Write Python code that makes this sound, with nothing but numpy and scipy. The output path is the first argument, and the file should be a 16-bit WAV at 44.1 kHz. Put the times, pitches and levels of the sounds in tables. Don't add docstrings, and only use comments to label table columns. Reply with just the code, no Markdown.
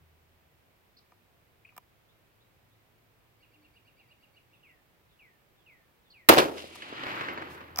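import sys
import numpy as np
from scipy import signal
from scipy.fft import rfft, irfft
from scipy.io import wavfile

SR = 44100
rng = np.random.default_rng(int(sys.argv[2]) if len(sys.argv) > 2 else 0)


def master(y):
    cut = np.clip(np.atleast_2d(y).T, -1, 1)
    pcm = np.round(cut * 32767)
    wavfile.write(sys.argv[1], SR, pcm.astype(np.int16))


N = 343980
TIME = np.arange(N) / SR
SHOT_S, PORT_LAG_MS = 6.2875, .41

# f/Hz, relative density/dB
AIR_SPECTRUM = [(15, -50), (25, -14.5), (76, -8), (114, -9), (166, -10), (190, -14.5), (263, -15),
                (354, -13.5), (384, -14.5), (489, -15.5), (734, -17), (1400, -20.5), (2350, -21),
                (6560, -35), (16000, -36.5)]
# delay/s, duration/s, start f/Hz, end f/Hz, arch height/Hz, relative level/dB
HOOK_GLIDES = [(0, 0.026, 2230, 2400, 3, -8.5), (.018, 0.039, 2390, 2080, 578, 1)]
OVERTONE_GLIDES = [(0, .022, 4480, 4700, 40, -12.5), (.022, .03, 4740, 3100, 4, -13)]
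LEAD_IN_GLIDES = [(-0.1, 0.075, 3900, 3150, 0.0011, -14.5)]
RISE_GLIDES = [(0.0021, 0.049, 3200, 3900, 120, 0)]
CHIP_GLIDES = [(0, 0.019, 4160, 4730, 251.4, 0), (.014, 0.02, 4710, 4050, 150, -1.06)]
PEEP_GLIDES = [(0.00063, 0.013, 2450, 2440, 24, 0)]
# t/s, level/dB
HOOK_CALLS = [(3.4, -65), (3.511, -66.5), (3.617, -66), (3.734, -64.5), (3.847, -65.5), (3.966, -63.5),
              (4.082, -63.5), (4.204, -66), (4.337, -64), (4.506, -65.5), (4.664, -66)]
SLUR_CALLS = [(3.98, -74), (4.626, -62.5), (5.187, -61), (5.658, -60), (6.133, -60)]
RISE_CALLS = [(2.075, -73), (2.39, -74), (2.7, -77)]
CHIP_CALLS = [(0.965, -60.5), (6.1, -58.5)]
PEEP_CALLS = [(1.647, -49), (1.673, -60), (1.687, -54.5)]
# middle t/s, half-width/s, level/dB, treble gain/dB
SLEEVE_STROKES = [(6.59, 0.086, -56.5, -6), (6.758, 0.0079, -50, -9), (6.773, 0.13, -57, -16),
                  (7.15, .17, -63.5, 4), (7.336, .009, -69, 20), (7.531, 0.039, -57, -3),
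                  (7.558, 0.24, -74, 10.5)]
# f/Hz, relative density/dB
CLOTH_SPECTRUM = [(4500, 1.5), (7000, -4), (10000, -4.5), (14000, -1.5), (16000, -11)]
# t/s, level/dB
BENCH_BUMPS = [(0, -60.5), (6.301, -53), (7.283, -57), (7.489, -55), (7.692, -57)]
# f/Hz, relative level/dB, T60/s
SWAY_MODES = [(82.55, 1, 2.2), (128, 4, .2), (162, 4.5, .22)]
# t/s, ring level/dB,
# stock level relative to ring/dB, scrape level/dB
STEEL_CONTACTS = [(1.12, -67, 17, -69), (1.722, -74.5, 18, -76), (1.765, -59, 12.5, -42),
                  (1.778, -49, 11.5, -35.5), (6.756, -51, 10, -49), (7.7597, -31.5, -10, -40),
                  (7.7727, -34, -0.5, -34), (7.784, -34, 6, -28), (7.7877, -17, -2.5, -17.5)]
# f/Hz, relative level/dB, T60/s
ACTION_MODES = [(197, -13, 0.028), (430, -15, 0.036), (750, 0.5, 0.022), (990, -1, 0.035), (1198, 4, 0.019),
                (1825, -3.5, 0.014), (2360, -8.5, .025), (3400, -15, 0.022), (5130, 2.5, 0.011),
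                (5970, 6, 0.0044), (7660, -36, 0.15), (9200, -19, 0.022), (11100, -32, .014),
                (12100, -23, 0.01), (13500, -9, 0.011)]
# f/Hz, relative density/dB
SCRAPE_SPECTRUM = [(2500, 3), (5700, -13), (8000, -2), (10500, -7), (14000, 4.5)]
# band f/Hz, level/dB, rise/(dB/s), hold/s, fall/(dB/s)
ROLL_BANDS = [(363.4, -43.5, 41.5, 0.22, 27.5), (1630, -39, 67, .14, 33.5), (2950, -44, 23, 0.096, 35.5)]
# f/Hz, relative density/dB
ROLL_SPECTRUM = [(59, -43), (100, -13), (220, -12.5), (332, -3), (420, -11), (543, -8), (674, -12),
                 (853, -7), (1370, -5), (1700, -5.5), (2890, -9), (4450, -19.5), (5860, -30.5),
                 (11000, -47), (14300, -75), (22000, -120)]
# t/s, level/dB, rise/s, T60 factor, treble gain/dB, downrange share
SCATTER_CLUSTERS = [(6.297, -12, 0.0025, 1, 3, 0.4), (6.371, -22, 0.002, 1.6, -1.5, 0.4),
                    (6.379, -16, 0.00089, 0.4, 8, 0.21), (6.388, -19, 0.0021, 0.88, -0.5, 0.6),
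                    (6.568, -47, 0.012, 1.22, 20.5, 0.65)]
# f/Hz, relative density/dB
SCATTER_SPECTRUM = [(40, -31), (120, -12), (190, -12), (300, 0), (450, -2), (800, -2.5), (1400, -5.5),
                    (2200, -11.5), (3000, -10.5), (5200, -20.5), (7500, -30.5), (12500, -26.5),
                    (16000, -25.5)]
# band f/Hz, T60/s
SCATTER_T60 = [(100, 0.33), (400, 0.48), (1000, 0.29), (3000, 0.24), (10000, 0.32)]
# t/s, level/dB, pulse duration/ms
PRESSURE_PULSES = [(6.2964, 11, 0.91), (6.3027, 3, 1.04), (6.3147, -5.5, 1.05), (6.3254, -1.5, 0.88),
                   (6.3468, -7, 0.44), (6.3725, -2.5, 1.1), (6.3877, 1, 0.51), (6.642, -27, 1.59),
                   (6.822, -17, 0.23), (6.926, -22, 1.64), (7.084, -17.5, 0.37), (7.249, -19.5, 0.24),
                   (7.285, -14, 0.35), (7.376, -17.5, 0.45)]
# f/Hz, relative level/dB, T60/s
BOOM_MODES = [(123.7, -33, 0.013), (218, -15.5, 0.025), (342, 8, 0.028), (649, 3.5, 0.016),
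              (1320, 5.5, .025)]
# f/Hz, relative density/dB
CRACK_SPECTRUM = [(60, -35), (200, -2.5), (450, 1), (850, -0.5), (1400, 2.5), (3000, -1), (5000, -6.5),
                  (7500, -11), (11000, -4.5), (15500, -7)]


def from_db(db):
    return 10 ** (np.asarray(db) / 20)


def unit_rms(x):
    return x / np.sqrt(np.mean(x ** 2) + 1e-20)


def add(out, s, sound):
    start = int(round(s * SR))
    part = sound[..., :N - start]
    out[:, start:start + part.shape[-1]] += part


def butter(x, hz, kind, order=2):
    return signal.sosfilt(signal.butter(order, min(hz, .45 * SR), kind, fs=SR, output="sos"), x)


def bands(x, centres):
    size = x.shape[-1]
    log_hz, spectrum = np.log(np.fft.rfftfreq(size, 1 / SR) + 1), rfft(x)
    weights = [np.interp(log_hz, np.log(centres), row) for row in np.eye(len(centres))]
    return [irfft(spectrum * weight, size) for weight in weights]


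def drift(rate, size):
    knots = rng.standard_normal(4096)
    return np.interp(np.arange(size) / SR * rate, np.arange(len(knots)), knots)


def swell(middle_s, half_s):
    return np.exp(-((TIME - middle_s) / half_s) ** 2)


def ring(hz, t60, t):
    return np.sin(2 * np.pi * hz * t) * from_db(-60 * t / t60)


def ports(x, lag_ms):
    t = np.arange(len(x)) / SR
    return np.array([np.interp(t - max(lag, 0) / 1000, t, x, left=0) for lag in (lag_ms, -lag_ms)])


def field_noise(spectrum, downrange, size, incoherent=0):
    hz = np.fft.rfftfreq(size, 1 / SR) + 1e-3
    mid, side, beam = rfft(rng.standard_normal((3, size)))
    lag_cycles = hz * PORT_LAG_MS / 1000
    coherence = np.sinc(2 * lag_cycles) * (1 - incoherent)
    diffuse = np.sqrt((1 + coherence) / 2) * mid + np.sqrt((1 - coherence) / 2) * side * [[1], [-1]]
    plane = beam * np.exp(-2j * np.pi * lag_cycles * [[1], [0]])
    field = np.sqrt(1 - downrange) * diffuse + np.sqrt(downrange) * plane
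    points, db = np.transpose(spectrum)
    gain = from_db(np.interp(np.log(hz), np.log(points), db))
    roll_off = np.hypot(1, (.5 * points[0] / hz) ** 2) * np.hypot(1, (.5 * hz / points[-1]) ** 4)
    return unit_rms(irfft(field * gain / roll_off, size))


def drone(hz, width_hz, apart_db):
    phase = 2 * np.pi * hz * TIME
    shared, left, right = [drift(width_hz, N) * np.sin(phase) + drift(width_hz, N) * np.cos(phase)
                           for _ in range(3)]
    return unit_rms(shared + from_db(apart_db) * np.array([left, right]))


def microphone_hiss(level_db=-75, above_hz=12300):
    return from_db(level_db) * unit_rms(butter(rng.standard_normal((2, N)), above_hz, "high", order=4))


def background(nearest_s=3.0, passing_s=.98):
    relative_distance = np.hypot(1, (TIME - nearest_s) / passing_s)
    traffic = from_db(-74) / relative_distance * drone(hz=110.6, width_hz=28, apart_db=-14)
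    hum = from_db(-74.5) * swell(middle_s=3.6, half_s=.22) * drone(hz=302, width_hz=10, apart_db=-4)
    air = from_db(-66.5) * field_noise(AIR_SPECTRUM, .04, N, incoherent=.56)
    return air + traffic + hum


def whistle(pitch, rasp, rasp_rate=900, waver=.0038):
    flutter = waver * drift(40, len(pitch)) + rasp * drift(rasp_rate, len(pitch))
    return np.sqrt(2) * np.sin(2 * np.pi * np.cumsum(pitch * (1 + flutter)) / SR)


def song(glides, calls, lag_ms, rasp, detune=.011):
    out = np.zeros((2, N))
    for s, db in calls:
        for delay_s, length_s, start_hz, end_hz, arch_hz, glide_db in glides:
            progress = np.linspace(0, 1, int(length_s * SR))
            arch = 4 * progress * (1 - progress)
            pitch = start_hz + (end_hz - start_hz) * progress + arch_hz * arch
            pitch *= 1 + detune * rng.standard_normal()
            add(out, s + delay_s, ports(from_db(db + glide_db) * arch * whistle(pitch, rasp), lag_ms))
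    return out


def slurs(start_hz=2970, end_hz=1690, sink_s=.06, attack_s=.0099, hold_s=.03, fade_db_per_s=140.5):
    out, t = np.zeros((2, N)), TIME[:SR // 4]
    pitch = end_hz + (start_hz - end_hz) * np.exp(-t / sink_s)
    fade = from_db(-fade_db_per_s * np.maximum(t - attack_s - hold_s, 0))
    envelope = np.minimum(t / attack_s, 1) * fade
    for s, db in SLUR_CALLS:
        add(out, s, ports(from_db(db) * envelope * whistle(pitch, rasp=.022), PORT_LAG_MS))
    return out


def birds(reverb_db=-3, trees_t60=.32, near_send=.57):
    far_notes = [(HOOK_GLIDES, HOOK_CALLS), (OVERTONE_GLIDES, HOOK_CALLS[:-2]),
                 (LEAD_IN_GLIDES, SLUR_CALLS), (RISE_GLIDES, RISE_CALLS)]
    far = slurs() + sum(song(glides, calls, PORT_LAG_MS, rasp=.019) for glides, calls in far_notes)
    chips = song(CHIP_GLIDES, CHIP_CALLS, PORT_LAG_MS, rasp=.11)
    peeps = song(PEEP_GLIDES, PEEP_CALLS, -PORT_LAG_MS, rasp=.075) * from_db([[0], [-4]])
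    near = chips + peeps
    response = rng.standard_normal((2, SR)) * from_db(-60 * TIME[:SR] / trees_t60)
    response /= np.sqrt(np.sum(response ** 2, axis=1, keepdims=True))
    reverb = signal.fftconvolve(far + near_send * near, response, axes=1)[:, :N]
    return far + near + from_db(reverb_db) * reverb


def sleeve(grain_db=2, centres_hz=(10000, 13000)):
    soft, sharp = bands(field_noise(CLOTH_SPECTRUM, 0, N), centres_hz)
    strokes = np.array([from_db(db) * swell(s, half_s) for s, half_s, db, _ in SLEEVE_STROKES])
    treble_gain = from_db([row[3:] for row in SLEEVE_STROKES])
    rub = soft * np.linalg.norm(strokes, axis=0) + sharp * np.linalg.norm(strokes * treble_gain, axis=0)
    return rub * from_db(grain_db * drift(120, N))


def bench(detune=.049, rise_s=.014):
    out, t = np.zeros((2, N)), TIME[:2 * SR]
    for s, db in BENCH_BUMPS:
        tuning = 1 + detune * rng.uniform(-1, 1)
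        thud = sum(from_db(db + mode_db) * ring(hz * tuning, t60, t) for hz, mode_db, t60 in SWAY_MODES)
        add(out, s, ports(thud * np.minimum(t / rise_s, 1), lag_ms=.7))
    return out


def action(stock_below_hz=3000, scrape_t60=.018, stock_rise_s=.0025, steel_rise_s=.00044, spread_ms=.066):
    out, t = np.zeros((2, N)), TIME[:SR // 6]
    steel_onset, stock_onset = np.minimum(t / steel_rise_s, 1), np.minimum(t / stock_rise_s, 1)
    for s, ring_db, stock_db, scrape_db in STEEL_CONTACTS:
        scrape_envelope = steel_onset * from_db(scrape_db - 60 * t / scrape_t60)
        knock = scrape_envelope * field_noise(SCRAPE_SPECTRUM, 0, len(t))
        for hz, db, t60 in ACTION_MODES:
            onset = from_db(stock_db) * stock_onset if hz < stock_below_hz else steel_onset
            mode = from_db(ring_db + db) * onset * ring(hz, t60, t)
            knock += ports(mode, spread_ms * rng.standard_normal())
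        add(out, s, knock)
    return out


def trunk_crackle(size, trunks_per_s=30, strength=.68, decay_s=.0027):
    jumps = (rng.random(size) < trunks_per_s / SR) * np.minimum(rng.exponential(1, size), 3)
    spikes = signal.lfilter([1], [1, -np.exp(-1 / (decay_s * SR))], jumps + 1e-18)
    return unit_rms(1 + strength * spikes)


def woods(start_s=6.5, onset_s=.066, tree_line_s=7.077, grain_db=1.5):
    out, t = np.zeros((2, N)), start_s + TIME[:2 * SR]
    returns = field_noise(ROLL_SPECTRUM, .45, len(t), incoherent=.24) * trunk_crackle(len(t))
    parts = bands(returns, [row[0] for row in ROLL_BANDS])
    shared_grain = drift(180, len(t))
    onset = np.minimum((t - start_s) / onset_s, 1)
    for part, (_, db, rise, hold_s, fall) in zip(parts, ROLL_BANDS):
        level_db = db - rise * np.maximum(tree_line_s - t, 0)
        level_db -= fall * np.maximum(t - tree_line_s - hold_s, 0)
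        level_db += grain_db * (.22 * shared_grain + .6 * drift(90.3, len(t)))
        add(out, start_s, unit_rms(part) * from_db(level_db) * onset)
    return out


def air_absorption(x, arrival_s, cutoff_at_1s_hz=3300):
    return butter(x, cutoff_at_1s_hz / np.sqrt(arrival_s - SHOT_S), "low")


def scatter(treble_hz=2200, grain_db=3, grains_per_s=400):
    out, t = np.zeros((2, N)), TIME[:SR]
    centres, t60s = np.transpose(SCATTER_T60)
    treble_share = centres ** 4 / (centres ** 4 + treble_hz ** 4)
    for s, db, rise_s, stretch, treble_db, downrange in SCATTER_CLUSTERS:
        parts = bands(field_noise(SCATTER_SPECTRUM, downrange, len(t), incoherent=.49), centres)
        tail = sum(part * from_db(treble_db * share - 60 * t / (t60 * stretch))
                   for part, share, t60 in zip(parts, treble_share, t60s))
        grain = unit_rms(from_db(grain_db * drift(grains_per_s, len(t))))
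        add(out, s, from_db(db) * air_absorption(tail, s) * np.minimum(t / rise_s, 1) * grain)
    return out


def blast_pulses(low_cut_hz=230, dull_hz=3800, wake_db=-24, near_t60=.065, turn_s=6.335, turn_width_s=.033):
    out, t = np.zeros((2, N)), TIME[:SR // 16]
    for s, db, length_ms in PRESSURE_PULSES:
        travel_s = s - SHOT_S
        progress = 1000 * t / length_ms
        n_wave = (1 - 2 * progress) * (progress < 1)
        wake_t60 = near_t60 + .04 * travel_s
        roughness = from_db(wake_db - 60 * t / wake_t60) * rng.standard_normal(len(t))
        wake = signal.fftconvolve(n_wave, roughness)[:len(t)] / np.sqrt(length_ms * 10)
        breakup = from_db(7 * travel_s)
        pulse = air_absorption(n_wave / breakup + breakup * wake, s)
        pulse = butter(butter(pulse, low_cut_hz, "high"), dull_hz, "low", order=1)
        lag_ms = PORT_LAG_MS * np.tanh((s - turn_s) / turn_width_s)
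        add(out, s, ports(from_db(db) * pulse, lag_ms))
    return out


def muzzle(crack_db=-4.5, rise_s=.00083, hold_s=.0063, crack_t60=.03,
           boom_s=6.2963, boom_db=1, boom_rise_s=.0021):
    out, t = np.zeros((2, N)), TIME[:SR // 4]
    decay = from_db(-60 * np.maximum(t - rise_s - hold_s, 0) / crack_t60)
    envelope = np.minimum(t / rise_s, 1) ** 2 * decay
    crack = envelope * field_noise(CRACK_SPECTRUM, 0, len(t), incoherent=.4)
    add(out, SHOT_S, from_db(crack_db) * crack)
    modes = sum(from_db(db) * ring(hz, t60, t) for hz, db, t60 in BOOM_MODES)
    boom = modes * (1 - np.exp(-t / boom_rise_s))
    add(out, boom_s, ports(from_db(boom_db) * boom, -PORT_LAG_MS))
    return out


def scene():
    ambience = (background() + birds() + microphone_hiss()) * from_db([[-.6], [.6]])
    shot = muzzle() + blast_pulses() + scatter() + woods()
    return ambience + shot + sleeve() + bench() + action()


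def record(dry, cutoff_hz=16000):
    overloaded = np.tanh(dry)
    return signal.sosfilt(signal.ellip(10, .2, 70, cutoff_hz, fs=SR, output="sos"), overloaded)


dry = scene()
out = record(dry)
master(out)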